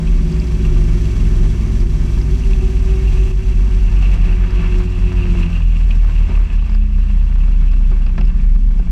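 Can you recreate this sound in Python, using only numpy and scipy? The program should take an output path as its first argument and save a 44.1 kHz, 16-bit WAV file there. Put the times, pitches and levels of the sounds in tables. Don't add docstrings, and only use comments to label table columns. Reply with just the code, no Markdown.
import sys
import numpy as np
from scipy import signal
from scipy.fft import rfft, irfft, next_fast_len
from scipy.io import wavfile
from scipy.ndimage import uniform_filter1d, minimum_filter1d

SR = 44100
rng = np.random.default_rng(int(sys.argv[2]) if len(sys.argv) > 2 else 0)


def log_audio(samples):
    frames = np.atleast_2d(samples).T
    limited = np.clip(frames, -1, 1)
    pcm = np.round(limited * 32767).astype(np.int16)
    wavfile.write(sys.argv[1], SR, pcm)


N = 392931
T = np.arange(N) / SR
FFT_SIZE = next_fast_len(N + SR // 2)
HZ = np.fft.rfftfreq(FFT_SIZE, 1 / SR)

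FIRING_RATE = [(0.0, 107.9), (0.55, 103.1), (1.3, 100.8), (2.0, 98.2), (2.8, 94.9), (3.4, 94.5),
               (4.2, 91.5), (4.5, 92.2), (4.8, 90.3), (5.1, 90.8), (5.45, 86.4), (5.85, 79.5), (6.3, 75.0),
               (6.85, 68.5), (7.5, 64.4), (7.9, 61.3), (8.3, 60.0), (8.91, 59.2)]
THROTTLE_OPENING = [(0, 0.73), (2.2, 0.92), (3.6, 0.78), (5.2, 0.22), (5.9, 0.49), (7, 0.06), (8.91, 0.34)]  # (time [s], opening [0-1])
BOOM_LEVELS = [(0.0, -37, -20.5, -38.5), (0.7, -20, -16, -23.5), (1.3, -35.5, -17, -23),
               (2.6, -31.5, -15.5, -27.5), (3.2, -10.5, -13, -25), (3.7, -12.5, -22.5, -26.5),
               (4.05, -6.5, -20.8, -25), (4.7, -20, -24, -24), (5.2, -20, -15, -22), (5.5, -16, -35, -22),
               (5.85, -10.5, -19.5, -22.7), (6.6, -14, -16.5, -23), (7.1, -24.5, -13, -20),
               (7.7, -34, -11, -22.5), (8.4, -21.5, -15.5, -22), (8.91, -41, -9, -27.5)]
SHAKE_SPECTRUM = [(15, -24), (25, -9.5), (31, 2), (37, 18), (46, 8), (56, -3), (70, -26.5), (200, -83)]
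SHAKE_LEVEL = [(0, -12), (2.9, -12.5), (4, -12), (5.2, -15.5), (6.6, -20.5), (7, -29), (7.85, -32),
               (8.2, -14), (8.91, -6.5)]
STERN_RESPONSE = [(8, -19.5), (20, -1.5), (29, 2.5), (61, -1.5), (74, -8), (110, -20.5), (300, -57.5)]  # (frequency [Hz], gain [dB])
GURGLE_MODES = [(75, 19.5, 3), (116.7, 61, -7.5)]
ORDERS = [(3.5, -19, -26), (4, -10, -20.5), (4.5, 10.5, -15.5), (5, -6.5, -4.5), (5.5, -8, -2),
          (6, -7.5, 6), (6.5, -4.5, -19.5), (7.5, 2, -10.5), (8, 1, -12.5), (9, -13, 2.5), (10, -3, -23),
          (10.5, -4.5, -13), (11.5, -13.5, -21), (12, -10, -0.5)]
HULL_MODES = [(126.2, 27, -10), (168.2, 19.5, -2), (207.8, 14, -4.5), (251.5, 77, -15)]
COWL_MODES = [(367.2, 28, -2.5)]
DRONE_LEVELS = [(0, -21.5, -37.5), (.55, -22.5, -32), (1.5, -24, -35), (2.3, -24.5, -35),
                (2.45, -26.5, -33), (3.2, -27, -31.5), (3.4, -29, -34.5), (4.1, -27.5, -42),
                (4.6, -26.5, -32.5), (5.15, -27, -34.5), (5.38, -21.5, -32), (5.65, -29, -50),
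                (6.4, -32.5, -50), (6.9, -30, -54), (7.65, -29.5, -52.5), (8.4, -28.5, -50.5),
                (8.91, -29, -56.5)]
COWL_HUM = [(0, 3, -67), (1.5, 7.5, -64), (2.3, -2, -61), (2.4, 5.5, -59), (3, 7, -53), (3.5, 4, -59),
            (4.2, -10, -54), (4.6, 6.5, -71), (5.4, 7.5, -57), (5.7, -5, -76), (8.91, 3, -77)]
INTAKE_MODES = [(482, 60, 0), (600, 31, 2.5), (672, 16, 1)]  # (frequency [Hz], width [Hz], gain [dB])

WATER_LEVELS = [(0, -43.5, -50.5, -48.5), (1.2, -42, -47.5, -46), (1.65, -43.5, -51.5, -47),
                (3.2, -45.0, -46, -49), (3.6, -45, -48, -49.5), (4.0, -42.5, -42, -50),
                (4.65, -41, -43.0, -52), (4.95, -44.5, -43, -50.5), (5.45, -42.5, -41.5, -52),
                (5.75, -48.5, -47.5, -55), (6.5, -47, -49, -56.5), (6.82, -50.5, -49, -57.5),
                (7.05, -48.0, -49.5, -56), (8.35, -47.5, -53, -57.5), (8.6, -53, -60, -59),
                (8.91, -51.0, -58, -57.5)]
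WAVES = [(3.16, 0.3, 2), (4.033, 0.032, 3.5), (4.14, 0.023, 3.5), (4.284, 0.032, 4), (4.637, 0.11, 3),
         (4.773, 0.04, 4.5), (5.21, 0.13, 2.5), (5.41, 0.047, 5.5), (5.56, .04, 4.5), (5.78, 0.054, 5),
         (5.925, 0.052, 6), (6.118, 0.067, 6), (6.337, 0.13, 5.5), (6.533, 0.031, 6), (6.687, 0.045, 4),
         (7.134, .08, 1.5), (7.505, 0.07, 1.5), (7.912, 0.049, 2), (8.42, 0.054, 2.5)]
WAKE_SPECTRUM = [(150, -26), (280, 3), (380, 3), (460, 0), (570, -4), (700, -3), (1100, -2.5), (1450, -7),
                 (2200, -4), (3200, -14), (4500, -26), (9000, -72.5)]
BUZZ_SPECTRUM = [(500, -49.5), (1700, -25), (2200, -19.5), (2550, 5.5), (2780, 2.5), (3000, -5.5),
                 (3400, -15), (4200, -19), (9000, -79)]
SPRAY_SPECTRUM = [(1500, -23.5), (3200, 1.5), (4200, -5.5), (6000, -2), (6700, -8.5), (8000, -9),
                  (8900, -13.5), (10200, -14), (11200, -20), (12800, -17), (15000, -31.5)]
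MIST_SPECTRUM = [(2500, -28.5), (5000, -9.5), (5900, 7.5), (6800, -3.5), (7700, -2), (8800, -9.5),
                 (10000, -5.5), (11200, -13), (12400, -15), (15000, -20)]
SLAP_SPECTRUM = [(100, -9), (200, 6), (400, 0.5), (1000, 3), (1800, -5), (3000, -13), (6000, -26.5),
                 (12000, -62)]
DROP_SPECTRUM = [(1500, -46.5), (3000, -13), (4200, -7), (5100, 9), (5800, -9), (7000, -24), (12000, -35)]  # (frequency [Hz], level [dB])
CASE_MODES = [(670, 39, 3), (947, 20, 5), (1176, 76, 4.5), (1552, 53, 6), (1736, 32, 6.5), (2020, 88, -1.5),
              (2285, 91, 4.5), (2640, 94, 1.5), (2740, 50, 5), (3354, 120, 4.5), (3690, 200, -4.5),
              (3900, 260, 5), (4540, 440, 6), (5530, 250, 3), (7510, 610, 5.5), (8380, 180, 2),
              (11900, 650, 0)]
STERN_SLAPS = [(4.024, -33, 0.027), (4.802, -33, 0.058), (5.35, -32, 0.047), (6.043, -38, 0.071),
               (6.292, -34.5, 0.12), (6.623, -38, 0.028), (6.695, -36, 0.03), (6.748, -37, 0.031),
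               (6.983, -37, 0.036), (7.296, -40, 0.023), (7.48, -36, 0.025), (7.621, -39.5, 0.018),
               (7.814, -44, 0.031), (7.913, -36, 0.068), (7.966, -40, 0.025), (8.064, -38, 0.041),
               (8.178, -27.5, 0.072), (8.209, -31, 0.04), (8.549, -42, .03), (8.707, -42, 0.065),
               (8.794, -34.5, 0.047), (8.871, -39.5, 0.027)]
CASE_KNOCKS = [(.072, -35.5), (0.417, -38), (0.647, -36.5), (.739, -42), (2.531, -31), (4.024, -36),
               (4.129, -36), (5.42, -34.5), (5.457, -33), (5.528, -33), (5.907, -29), (6.179, -37),
               (6.35, -33), (6.592, -40), (8.063, -37), (8.177, -39), (8.208, -35)]
CASE_DROPS = [(0.2807, -47), (0.324, -37.5), (0.3969, -35), (0.4389, -44), (0.4687, -46), (1.8022, -41),
              (2.2138, -37), (4.2521, -51), (4.5046, -43), (6.291, -48), (6.695, -47), (6.722, -50),
              (6.747, -43), (7.7143, -51), (8.0635, -43), (8.177, -44), (8.2076, -45), (8.25, -46),
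              (8.2754, -52), (8.4281, -55), (8.7899, -52)]
LEVEL_DIPS = [(1.836, 4.5, 0.05), (3.315, 5.5, 0.077)]  # (time [s], depth [dB], recovery [s])


def boom(crank_hz, blades=3, gear_ratio=1.75, limit_db=-5.5):
    bank_db, blade_db, firing_db = curves(BOOM_LEVELS)
    shake = at_level(noise(spectrum(SHAKE_SPECTRUM)), curves(SHAKE_LEVEL)[0], span_s=0.57)
    bank = amp(bank_db + 1) * tone(crank_hz * 3 / 2)
    propeller = amp(blade_db + 2) * tone(crank_hz * blades / gear_ratio)
    deep = bank + propeller + shake
    envelope = abs(signal.hilbert(deep, FFT_SIZE))[:N]
    deep /= (1 + (envelope / amp(limit_db)) ** 4) ** (1 / 4)
    deep = irfft(rfft(deep, FFT_SIZE) * spectrum(STERN_RESPONSE), FFT_SIZE)[:N]
    return deep + amp(firing_db) * tone(crank_hz * 3)


def drone(crank_hz, throttle, waver=0.34):
    hum_db, octave_db = curves(COWL_HUM)
    hull = amp(-8) * noise(modes(HULL_MODES))
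    cowl = amp(-14) * noise(modes(COWL_MODES))
    for order, loaded_db, coasting_db in ORDERS:
        hz = crank_hz * order
        level_db = throttle * loaded_db + (1 - throttle) * coasting_db
        partial = amp(level_db) * (1 + waver * wander(7.6)) * tone(hz)
        if order == 12:
            partial *= amp(hum_db)
        hull += partial * modes(HULL_MODES, hz)
        cowl += partial * modes(COWL_MODES, hz)
    hull_db, cowl_db = curves(DRONE_LEVELS)
    octave = tone(crank_hz * 24) * amp(octave_db) * (1 + waver * wander(9))
    hull = at_level(hull, hull_db + 0.05, span_s=0.35)
    cowl = at_level(cowl, cowl_db - 0.5, span_s=0.33)
    return hull + cowl + octave


def gurgle(throttle):
    return amp(-32 + 7 * (throttle - 0.5)) * noise(modes(GURGLE_MODES))


def intake(crank_hz, top_db=-46.5, db_per_octave=47.5):
    return amp(top_db + db_per_octave * np.log2(crank_hz / crank_hz.max())) * noise(modes(INTAKE_MODES))


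def wake(level_db, coasting):
    lap_share = 0.51 * coasting
    churn = splashes(WAKE_SPECTRUM, per_s=1500, spread_db=2.5, share=0.18, flicker_db=1.4, rate_hz=30.5)
    laps = splashes(WAKE_SPECTRUM, per_s=330, spread_db=2.3, share=0.92, flicker_db=2.3, rate_hz=34.95)
    return amp(level_db + 2) * (np.sqrt(1 - lap_share) * churn + np.sqrt(lap_share) * laps)


def slaps(thud_db=13.5, ring_t60_s=0.2):
    t = np.arange(SR // 4) / SR
    partials = [(hz, db) for hz, _, db in HULL_MODES] + [(COWL_MODES[0][0], -11)]
    body = sum(amp(db - 60 * t / ring_t60_s) * np.sin(2 * np.pi * hz * t) for hz, db in partials)
    splash = case_response(SLAP_SPECTRUM)
    longest_s = max(t60_s for _, _, t60_s in STERN_SLAPS)
    mix = np.zeros(N)
    for start_s, db, t60_s in STERN_SLAPS:
        add(mix, start_s, hit(splash, db, t60_s))
        add(mix, start_s, hit(body, db + thud_db, t60_s) * t60_s / longest_s)
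    return mix


def case_buzz(level_db):
    buzz = splashes(BUZZ_SPECTRUM, per_s=370, spread_db=1.5, share=0.46, flicker_db=3, rate_hz=35.9)
    return amp(level_db - 1) * buzz


def spray(level_db, coasting):
    hiss = splashes(SPRAY_SPECTRUM, per_s=1700, spread_db=3, share=0.3, flicker_db=1.27, rate_hz=45.25)
    mist = amp(-4 - 14 * coasting) * noise(spectrum(MIST_SPECTRUM))
    return amp(level_db) * (hiss + mist)


def rattles():
    return hit_train(CASE_KNOCKS, BUZZ_SPECTRUM, t60_s=0.035)


def drops():
    return amp(-1) * hit_train(CASE_DROPS, DROP_SPECTRUM, t60_s=0.023)


def patter(coasting):
    taps = splashes(SLAP_SPECTRUM, per_s=60, spread_db=2, share=1, flicker_db=2, rate_hz=5.3)
    return amp(-55.5) * coasting * taps


def dips(fall_s=0.008):
    cut_db = 0
    for start_s, depth_db, recovery_s in LEVEL_DIPS:
        t = np.maximum(T - start_s, 0)
        cut_db += depth_db * np.minimum(t / fall_s, 1) * np.exp(-t / recovery_s)
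    return amp(-cut_db)


def splashes(points, per_s, spread_db, share, flicker_db, rate_hz):
    sizes = amp(spread_db * np.minimum(rng.exponential(1, N), 5)) * rng.choice([-1, 1], N)
    droplets = unit_rms(sizes * (rng.random(N) < per_s / SR))
    drive = np.sqrt(share) * droplets + np.sqrt(1 - share) * rng.standard_normal(N)
    drive *= amp(flicker_db * wander(rate_hz))
    return unit_rms(signal.oaconvolve(drive, case_response(points))[:N])


def case_response(points, size=4096):
    hz = np.fft.rfftfreq(size, 1 / SR)
    case_db = sum(db / (1 + (2 * (hz - f) / width) ** 2) for f, width, db in CASE_MODES)
    log_gain = np.log(spectrum(points, hz) * amp(case_db))
    mirrored = np.concatenate([log_gain, log_gain[-2:0:-1]])
    return np.fft.ifft(np.exp(np.conj(signal.hilbert(mirrored)))).real


def hit(response, level_db, t60_s, attack_s=0.001):
    t = np.arange(SR // 4) / SR
    burst = rng.standard_normal(len(t)) * amp(-60 * t / t60_s) * (1 - np.exp(-t / attack_s))
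    sound = signal.fftconvolve(burst, response)
    return amp(level_db) * sound / np.sqrt(uniform_filter1d(sound ** 2, size=88).max())


def hit_train(events, points, t60_s):
    mix, response = np.zeros(N), case_response(points)
    for start_s, db in events:
        add(mix, start_s, hit(response, db, t60_s))
    return mix


def amp(db):
    return 10 ** (np.asarray(db) / 20)


def unit_rms(x):
    return x / np.sqrt(np.mean(x ** 2) + 1e-20)


def curves(rows):
    times_s, *columns = np.transpose(rows)
    return [np.interp(T, times_s, column) for column in columns]


def spectrum(points, hz=HZ):
    f, db = np.transpose(points)
    return amp(np.interp(np.log(hz + 1), np.log(f), db))


def modes(rows, hz=HZ):
    return sum(amp(db) / (1 + ((hz - f) / width) ** 2) ** 2 for f, width, db in rows)


def noise(gain):
    return unit_rms(irfft(rfft(rng.standard_normal(FFT_SIZE)) * gain, FFT_SIZE)[:N])


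def tone(hz):
    return np.sqrt(2) * np.sin(2 * np.pi * (np.cumsum(hz) / SR + rng.random()))


def wander(rate_hz):
    knots = rng.standard_normal(2048)
    return np.interp(T * rate_hz * 2, np.arange(len(knots)), knots) / np.sqrt(2 / 3)


def at_level(x, level_db, span_s):
    size = int(span_s * SR)
    power = uniform_filter1d(uniform_filter1d(x ** 2, size), size)
    return amp(level_db) * x / np.sqrt(abs(power) + 1e-12)


def add(mix, start_s, sound):
    part = mix[round(start_s * SR):][:len(sound)]
    part += sound[:len(part)]


def scene():
    crank_hz = curves(FIRING_RATE)[0] / 3
    crank_hz *= 1 + 0.0011 * wander(5)
    throttle = curves(THROTTLE_OPENING)[0]
    coasting = 1 - throttle
    engine = boom(crank_hz) + gurgle(throttle) + drone(crank_hz, throttle) + intake(crank_hz)
    wake_db, buzz_db, spray_db = curves(WATER_LEVELS)
    wave_db = sum(db * np.exp(-((T - crest_s) / half_s) ** 2) for crest_s, half_s, db in WAVES)
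    water = wake(wake_db + 0.9 * wave_db, coasting)
    water += case_buzz(buzz_db + 0.8 * wave_db)
    water += spray(spray_db + 0.81 * wave_db, coasting)
    impacts = drops() + rattles() + slaps() + patter(coasting)
    return (dips() * (engine + water + impacts))[None]


def record(dry, ceiling=0.8, cutoff_hz=15300):
    gain = ceiling / np.maximum(abs(dry), ceiling)
    gain = uniform_filter1d(minimum_filter1d(gain, size=1800), size=1800)
    lowpass = signal.firwin(511, cutoff_hz, window=("kaiser", 9), fs=SR)
    return signal.oaconvolve(dry * gain, lowpass[None], "same")


dry = scene()
out = record(dry)
log_audio(out)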